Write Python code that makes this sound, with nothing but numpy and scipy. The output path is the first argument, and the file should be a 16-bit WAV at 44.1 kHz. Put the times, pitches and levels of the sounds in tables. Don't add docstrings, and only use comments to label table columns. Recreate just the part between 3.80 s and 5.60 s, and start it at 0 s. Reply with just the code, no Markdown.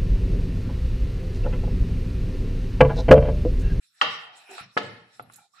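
import sys
import numpy as np
from scipy import signal
from scipy.io import wavfile
from scipy.ndimage import uniform_filter1d

SR = 44100
rng = np.random.default_rng(int(sys.argv[2]) if len(sys.argv) > 2 else 0)


def transcribe(u):
    v = np.clip(np.atleast_2d(u).T, -1, 1)
    q = np.round(v * 32767).astype(np.int16)
    wavfile.write(sys.argv[1], SR, q)


N = 79380

FLICKER_DB, FLICKER_HZ = 5, 30.24
PORT_HZ = 1265


def undb(db):
    return 10 ** (np.asarray(db) / 20)


def curve(table, axis):
    rows = np.array(table, float)
    return np.interp(np.arange(N) / SR, rows[:, 0], rows[:, axis])


def band(x, hz, width_hz):
    b, a = signal.iirpeak(min(hz, .45 * SR), hz / width_hz, SR)
    once = signal.lfilter(b, a, x)
    twice = signal.lfilter(b, a, once)
    return twice / np.sqrt(np.mean(twice ** 2))


def spread(pan_db):
    return undb(np.array([pan_db, -pan_db]) / 2)


def add(out, sound, at_s):
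    k = int(at_s * SR)
    out[:, k:k + sound.shape[1]] += sound[:, :N - k]


def ring(modes, chance, sign=-1, detune=.018):
    rise_s, scatter_db, port_phase_rad = 0.00022, 1.5, 1.7
    count = len(modes)
    hz, db, t60 = np.array(modes, float).T[:, :, None]
    t = np.arange(SR // 4) / SR
    hz = hz * (1 + detune * chance[:count, None])
    lead = port_phase_rad * np.minimum(hz / PORT_HZ, 1) * np.sign(chance[:count, None]) / 2
    decay = 1000 ** (-t / np.maximum(t60, 1e-3))
    size = undb(db + scatter_db * chance[-count:, None]) * decay
    size = size * sign ** np.arange(count)[:, None]
    size = size * (1 - np.exp(-t / rise_s))
    return np.array([(size * np.sin(2 * np.pi * hz * t + s * lead)).sum(0) for s in (1, -1)])


def noise(bands, alike, flicker_db=FLICKER_DB):
    out, hold = 0, int(SR / FLICKER_HZ)
    alike = np.clip(alike, 0, 1)
    for hz, width_hz, db in bands:
        mid, side = band(rng.standard_normal((2, N)), hz, width_hz)
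        steps = np.repeat(rng.standard_normal(200)[:N // hold + 1], hold)
        walk = uniform_filter1d(steps, hold)[:N]
        pair = np.sqrt(1 + alike) * mid + np.sqrt(1 - alike) * side * np.array([[1], [-1]])
        out = out + undb(db + flicker_db * walk) * pair / np.sqrt(2)
    return out / np.sqrt(np.mean(out ** 2))


def knocks():
    # start_s, pin_db, board_db, clatter_db (all before the low cut and the push), contact_ms,
    # lowest_hz that sounds, spot_hz that the struck spot favours, room_db sent to the walls
    blows = [(0.2129, -13.5, -27, -13.5, 0.12, 806, 1906, -4),
             (0.2189, -27, -16, -17, 0.37, 636, 1400, -0.5), (.2250, -40, -24, -18.5, 0.55, 324, 650, -2),
             (.6915, -69, -48, -68.5, 0.56, 250, 423, 3.5), (.7812, -33.5, -32, -35, 0.55, 800, 1310, -6),
             (.7960, -58, -37, -49.5, 0.24, 900, 1345, -21), (.8010, -46.5, -41, -49, 0.58, 900, 1400, -11),
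             (.9668, -34.5, -16, -24, 0.83, 150, 468, -7), (.9694, -34, -20.5, -35, 0.4, 303, 1340, -9),
             (0.9742, -30, -18, -15, 0.16, 300, 1460, -6.5),
             (.9770, -40.5, -32.5, -57.5, 0.31, 600, 1900, -6),
             (.9810, -52.5, -30, -71, 0.75, 396, 1400, -13.5), (.9900, -20, -24.5, -40.5, 2, 249, 543, -4),
             (1.396, -57, -31.5, -38, 0.27, 330, 720, -13.5), (1.427, -54, -51, -47, 3.2, 149.3, 358, -20),
             (1.4985, -47, -42, -41.5, 0.64, 920, 1470, -7.5)]
    # pitch_hz, level_db, t60_s (time to fall 60 dB)
    pin_tones = [(1174, 7.5, 0.016), (1255, 2.5, 0.03), (1862, 1, 0.032), (2710, 2, 0.014),
                 (2886, 0.5, 0.031), (3134, 3.5, 0.03), (3964, -3, 0.03)]
    # pitch_hz, level_db, t60_s
    board_tones = [(279.1, -7.5, 0.12), (405.2, -8, 0.06), (505, -7, 0.065), (608, -13.5, 0.084),
                   (712.4, -4, 0.066), (822, 1.5, 0.03), (1201, 1, 0.047), (1328, 6, 0.041),
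                   (1446, 4, 0.034), (1711, 3, 0.032), (1991, 13.5, 0.0087), (2454, 2.5, 0.023)]
    # centre_hz, width_hz (of one pass), relative level_db
    clatter_bands = [(765, 930, 3.5), (1510, 2700, -15), (3020, 3650, 1), (4580, 2250, -2.5),
                     (7550, 3300, -24.5)]
    spot_db_per_octave = 6
    clatter_s, room_feed_s = 0.0072, .007

    out, far = np.zeros((2, 2, N))
    rattle = noise(clatter_bands, 0.5, 0)
    fade = np.arange(SR // 4) / SR / clatter_s
    chances = rng.standard_normal((40, 2, 28))
    for blow, chance in zip(blows, chances):
        at, pin_db, board_db, clatter_db, contact_ms, low_hz, spot_hz, room_db = blow
        t = np.arange(256) / SR * 1000 / max(contact_ms, .03)
        push = t ** 2 * np.exp(-6 * t)

        board = [(hz, db - spot_db_per_octave * abs(np.log2(hz / spot_hz)), t60)
                 for hz, db, t60 in board_tones]
        k = int(at * SR / 2)
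        burst = rattle[:, k:k + len(fade)] * np.sqrt(fade) * np.exp(-fade)
        burst = burst * np.sqrt(clatter_s * SR / 4 / np.sum(burst ** 2, axis=1, keepdims=True))

        body = undb(pin_db) * ring(pin_tones, chance[0])
        body = body + undb(board_db) * ring(board, chance[1], 0.99)
        body = body + undb(clatter_db) * burst
        body = signal.sosfilt(signal.butter(2, low_hz, "high", fs=SR, output="sos"), body)
        body = signal.fftconvolve(body, push[None] / push.sum())
        add(out, body, at)

        crack = body * np.exp(-np.arange(body.shape[1]) / SR / room_feed_s)
        add(far, undb(room_db) * crack * np.std(body) / np.std(crack), at)
    return out, far


def sliding():
    # start_s, level_db, low_band_db, left_minus_right_db
    rub_curve = [(0, -80, -96, -2), (.03, -69.5, -103, -2), (.11, -80, -118, -4), (.19, -64, -79, 2),
                 (.5, -61, -55.5, -1), (.67, -56.5, -62.5, 0.5), (.7, -48, -51.5, 0.5),
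                 (.79, -48, -53.5, -2.5), (.84, -49.5, -59.5, 1.5), (.9, -64.5, -87, 0),
                 (1.38, -69.5, -73.5, 2), (1.45, -72, -63, 8), (1.55, -65, -88, -1), (1.6, -69, -82, 8),
                 (1.65, -83.5, -72.5, -8.5), (1.68, -97.5, -100.5, -8), (1.725, -121, -95, 15.5),
                 (1.745, -64.5, -79, -9), (1.8, -53, -70.5, -1)]
    # centre_hz, width_hz (of one pass), relative level_db
    rub_bands = [(1415, 370, 0), (1788, 460, -2), (2500, 430, -1.5), (2730, 770, -7)]
    # centre_hz, width_hz, relative level_db
    low_rub_bands = [(771, 190, -4), (525, 730, -18)]
    # start_s, low_hiss_db, high_hiss_db
    hiss_curve = [(0, -84, -77), (.03, -65, -64.5), (.11, -73.5, -73), (.18, -64.5, -67), (.3, -47, -65),
                  (.44, -67, -65), (.5, -77, -84), (.545, -57.5, -71), (.57, -57, -60.5), (.69, -61, -65.5),
                  (.74, -51.5, -52), (.8, -43, -58.5), (.84, -51.5, -75), (.885, -64.5, -81),
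                  (.94, -63.5, -68.5), (1.1, -58.5, -67), (1.2, -70.5, -76.5), (1.26, -76, -85.5),
                  (1.35, -64, -64.5), (1.41, -67.5, -70.5), (1.48, -81.5, -80), (1.55, -65.5, -60.5),
                  (1.6, -69, -68.5), (1.65, -65.5, -71), (1.7, -81, -84), (1.745, -68, -69.5),
                  (1.8, -58, -69.5)]
    # centre_hz, width_hz, relative level_db
    low_hiss_bands = [(3908, 1020, -2.5), (5393, 680, -6.5)]
    # centre_hz, width_hz, relative level_db
    high_hiss_bands = [(7680, 1580, 0), (10060, 1800, -3), (13000, 1300, -17)]

    rub = noise(rub_bands, 0.26) * undb(curve(rub_curve, axis=1))
    rub = rub + noise(low_rub_bands, 0.65, 1) * undb(curve(rub_curve, axis=2))
    hiss = noise(low_hiss_bands, 0.16) * undb(curve(hiss_curve, axis=1))
    hiss = hiss + noise(high_hiss_bands, 0.11) * undb(curve(hiss_curve, axis=2))
    hiss_pan_db = -2
    return rub * spread(curve(rub_curve, axis=3)) + hiss * spread(hiss_pan_db)[:, None]


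def dough():
    # start_s, level_db
    rumble_curve = [(0, -91), (.2, -101), (.26, -48.5), (.42, -69.5), (.79, -97), (.83, -50.5), (.92, -71),
                    (.95, -84), (1.02, -46), (1.15, -51.5), (1.26, -64), (1.34, -82.5), (1.41, -54.5),
                    (1.48, -59), (1.61, -70.5), (1.65, -95), (1.8, -85)]
    # centre_hz, width_hz (of one pass), relative level_db
    rumble_bands = [(65.6, 69, -17), (118, 36.4, 0), (180, 100, 0)]
    # start_s, level_db (where the decay starts), pitch_hz
    thuds = [(0.2142, -45, 151.3), (0.809, -38.5, 148), (0.965, -35.5, 140)]
    thud_t60_s = 0.024

    out = noise(rumble_bands, 0.9, 0) * undb(curve(rumble_curve, axis=1))
    t = np.arange(SR // 4) / SR
    for at, db, hz in thuds:
        thud = np.sin(2 * np.pi * hz * t) * 1000 ** (-t / thud_t60_s)
        add(out, undb(db) * np.ones((2, 1)) * thud, at)
    return out


def groans():
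    # start_s, length_s (before the release), pitch_hz, level_db (at the start, before the
    # wavering), left_minus_right_db
    drags = [(0.692, 0.066, 385, -49, -4), (0.691, 0.055, 742, -53, -4), (0.756, 0.011, 1500, -51, -1),
             (0.796, 0.01, 1370, -43, -1), (1.58, 0.085, 790, -63, -4.5), (1.572, 0.065, 1370, -66, -10),
             (1.583, 0.07, 2372, -68, 3), (1.735, 0.03, 1200, -62, -23), (1.775, .03, 1283, -62, -12)]
    edge_s, fade_db_per_s = 0.0047, 62
    rough_rad, grain_db = 1.3, 4
    smooth = SR // 130

    out, t = np.zeros((2, N)), np.arange(N) / SR
    for (at, length, hz, db, pan_db), chance in zip(drags, rng.standard_normal((12, N))):
        attack = np.clip((t - at) / edge_s, 0, 1)
        release = np.exp(-np.maximum(t - at - length, 0) / (2 * edge_s))
        waver = uniform_filter1d(uniform_filter1d(chance, smooth), smooth)
        waver = waver / waver.std()
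        tone = np.sin(2 * np.pi * hz * t + rough_rad * waver)
        tone = undb(grain_db * waver[::-1]) * tone
        level = undb(db - fade_db_per_s * np.maximum(t - at, 0))
        out += level * attack * release * tone * spread(pan_db)[:, None]
    return out


def bangles():
    # start_s, level_db (of the whole clink), pitch_hz, left_minus_right_db, t60_s,
    # crack_db (over the clink level)
    clinks = [(0.7127, -50, 7540, -14, .017, -4), (1.4245, -53.5, 11300, -11, 0.058, -16),
              (1.5232, -58, 8100, -8, 0.012, 0.5), (1.5352, -47, 9740, -12, .017, -5),
              (1.5415, -49.5, 6870, -7.5, 0.028, -4), (1.5585, -46.5, 7760, -12, 0.012, -3.5),
              (1.5618, -48, 11250, -6, 0.085, -5)]
    # multiple of the clink pitch, level_db over the crack, t60_s
    neighbours = [(.86, -1.5, .015), (1.32, -2.5, .015)]
    crack_s = 0.0053

    out, t = np.zeros((2, N)), np.arange(SR // 4) / SR
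    chances = rng.standard_normal((20, SR // 4 + 8))
    for (at, db, hz, pan_db, t60, crack_db), chance in zip(clinks, chances):
        crack = undb(crack_db) * band(chance[8:], hz, 6000) * np.exp(-t / crack_s)
        modes = [(hz, 0, t60)]
        for multiple, over_db, short_t60 in neighbours:
            modes.append((min(hz * multiple, .33 * SR), over_db + crack_db, short_t60))
        tones = ring(modes, chance[:8], detune=0)
        add(out, undb(db) * (tones + crack) * spread(pan_db)[:, None], at)
    return out


def room(x):
    # centre_hz, t60_s, relative level_db (before the weighting by pitch)
    echo_bands = [(133, 0.34, -35), (284, 0.57, 1.5), (492, 0.53, 5), (958, 0.63, 0), (2200, 0.74, -3),
                  (4130, 0.59, 6), (7400, 0.2, 5.5)]
    build_s = 0.014

    t, tail = np.arange(SR) / SR, 0
    for hz, t60, db in echo_bands:
        mid, side = band(rng.standard_normal((2, SR)), hz, 1.09 * hz)
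        pair = mid + min(hz / PORT_HZ, 1) * side * np.array([[1], [-1]])
        tail = tail + undb(db) * np.sqrt(hz) * pair * 1000 ** (-t / t60)
    tail = tail * (1 - np.exp(-(t / build_s) ** 2))
    tail = tail / np.sqrt(np.sum(tail ** 2) / 2)
    return signal.fftconvolve(x.mean(0)[None], tail)[:, :N]


def kitchen():
    # centre_hz, width_hz (of one pass), relative level_db
    floor_bands = [(130, 160, 0)]
    return undb(-91) * noise(floor_bands, 1.0)


def scene():
    blows, far = knocks()
    glass = bangles()
    wet = room(far + undb(-9) * glass)
    return blows + glass + wet + dough() + sliding() + groans() + kitchen()


def record(dry):
    low_cut_hz, top_hz = 65, 15400
    dry = signal.sosfilt(signal.butter(2, low_cut_hz, "high", fs=SR, output="sos"), dry)
    return signal.sosfilt(signal.ellip(8, .2, 70, top_hz, fs=SR, output="sos"), dry)


dry = scene()
out = record(dry)
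transcribe(out)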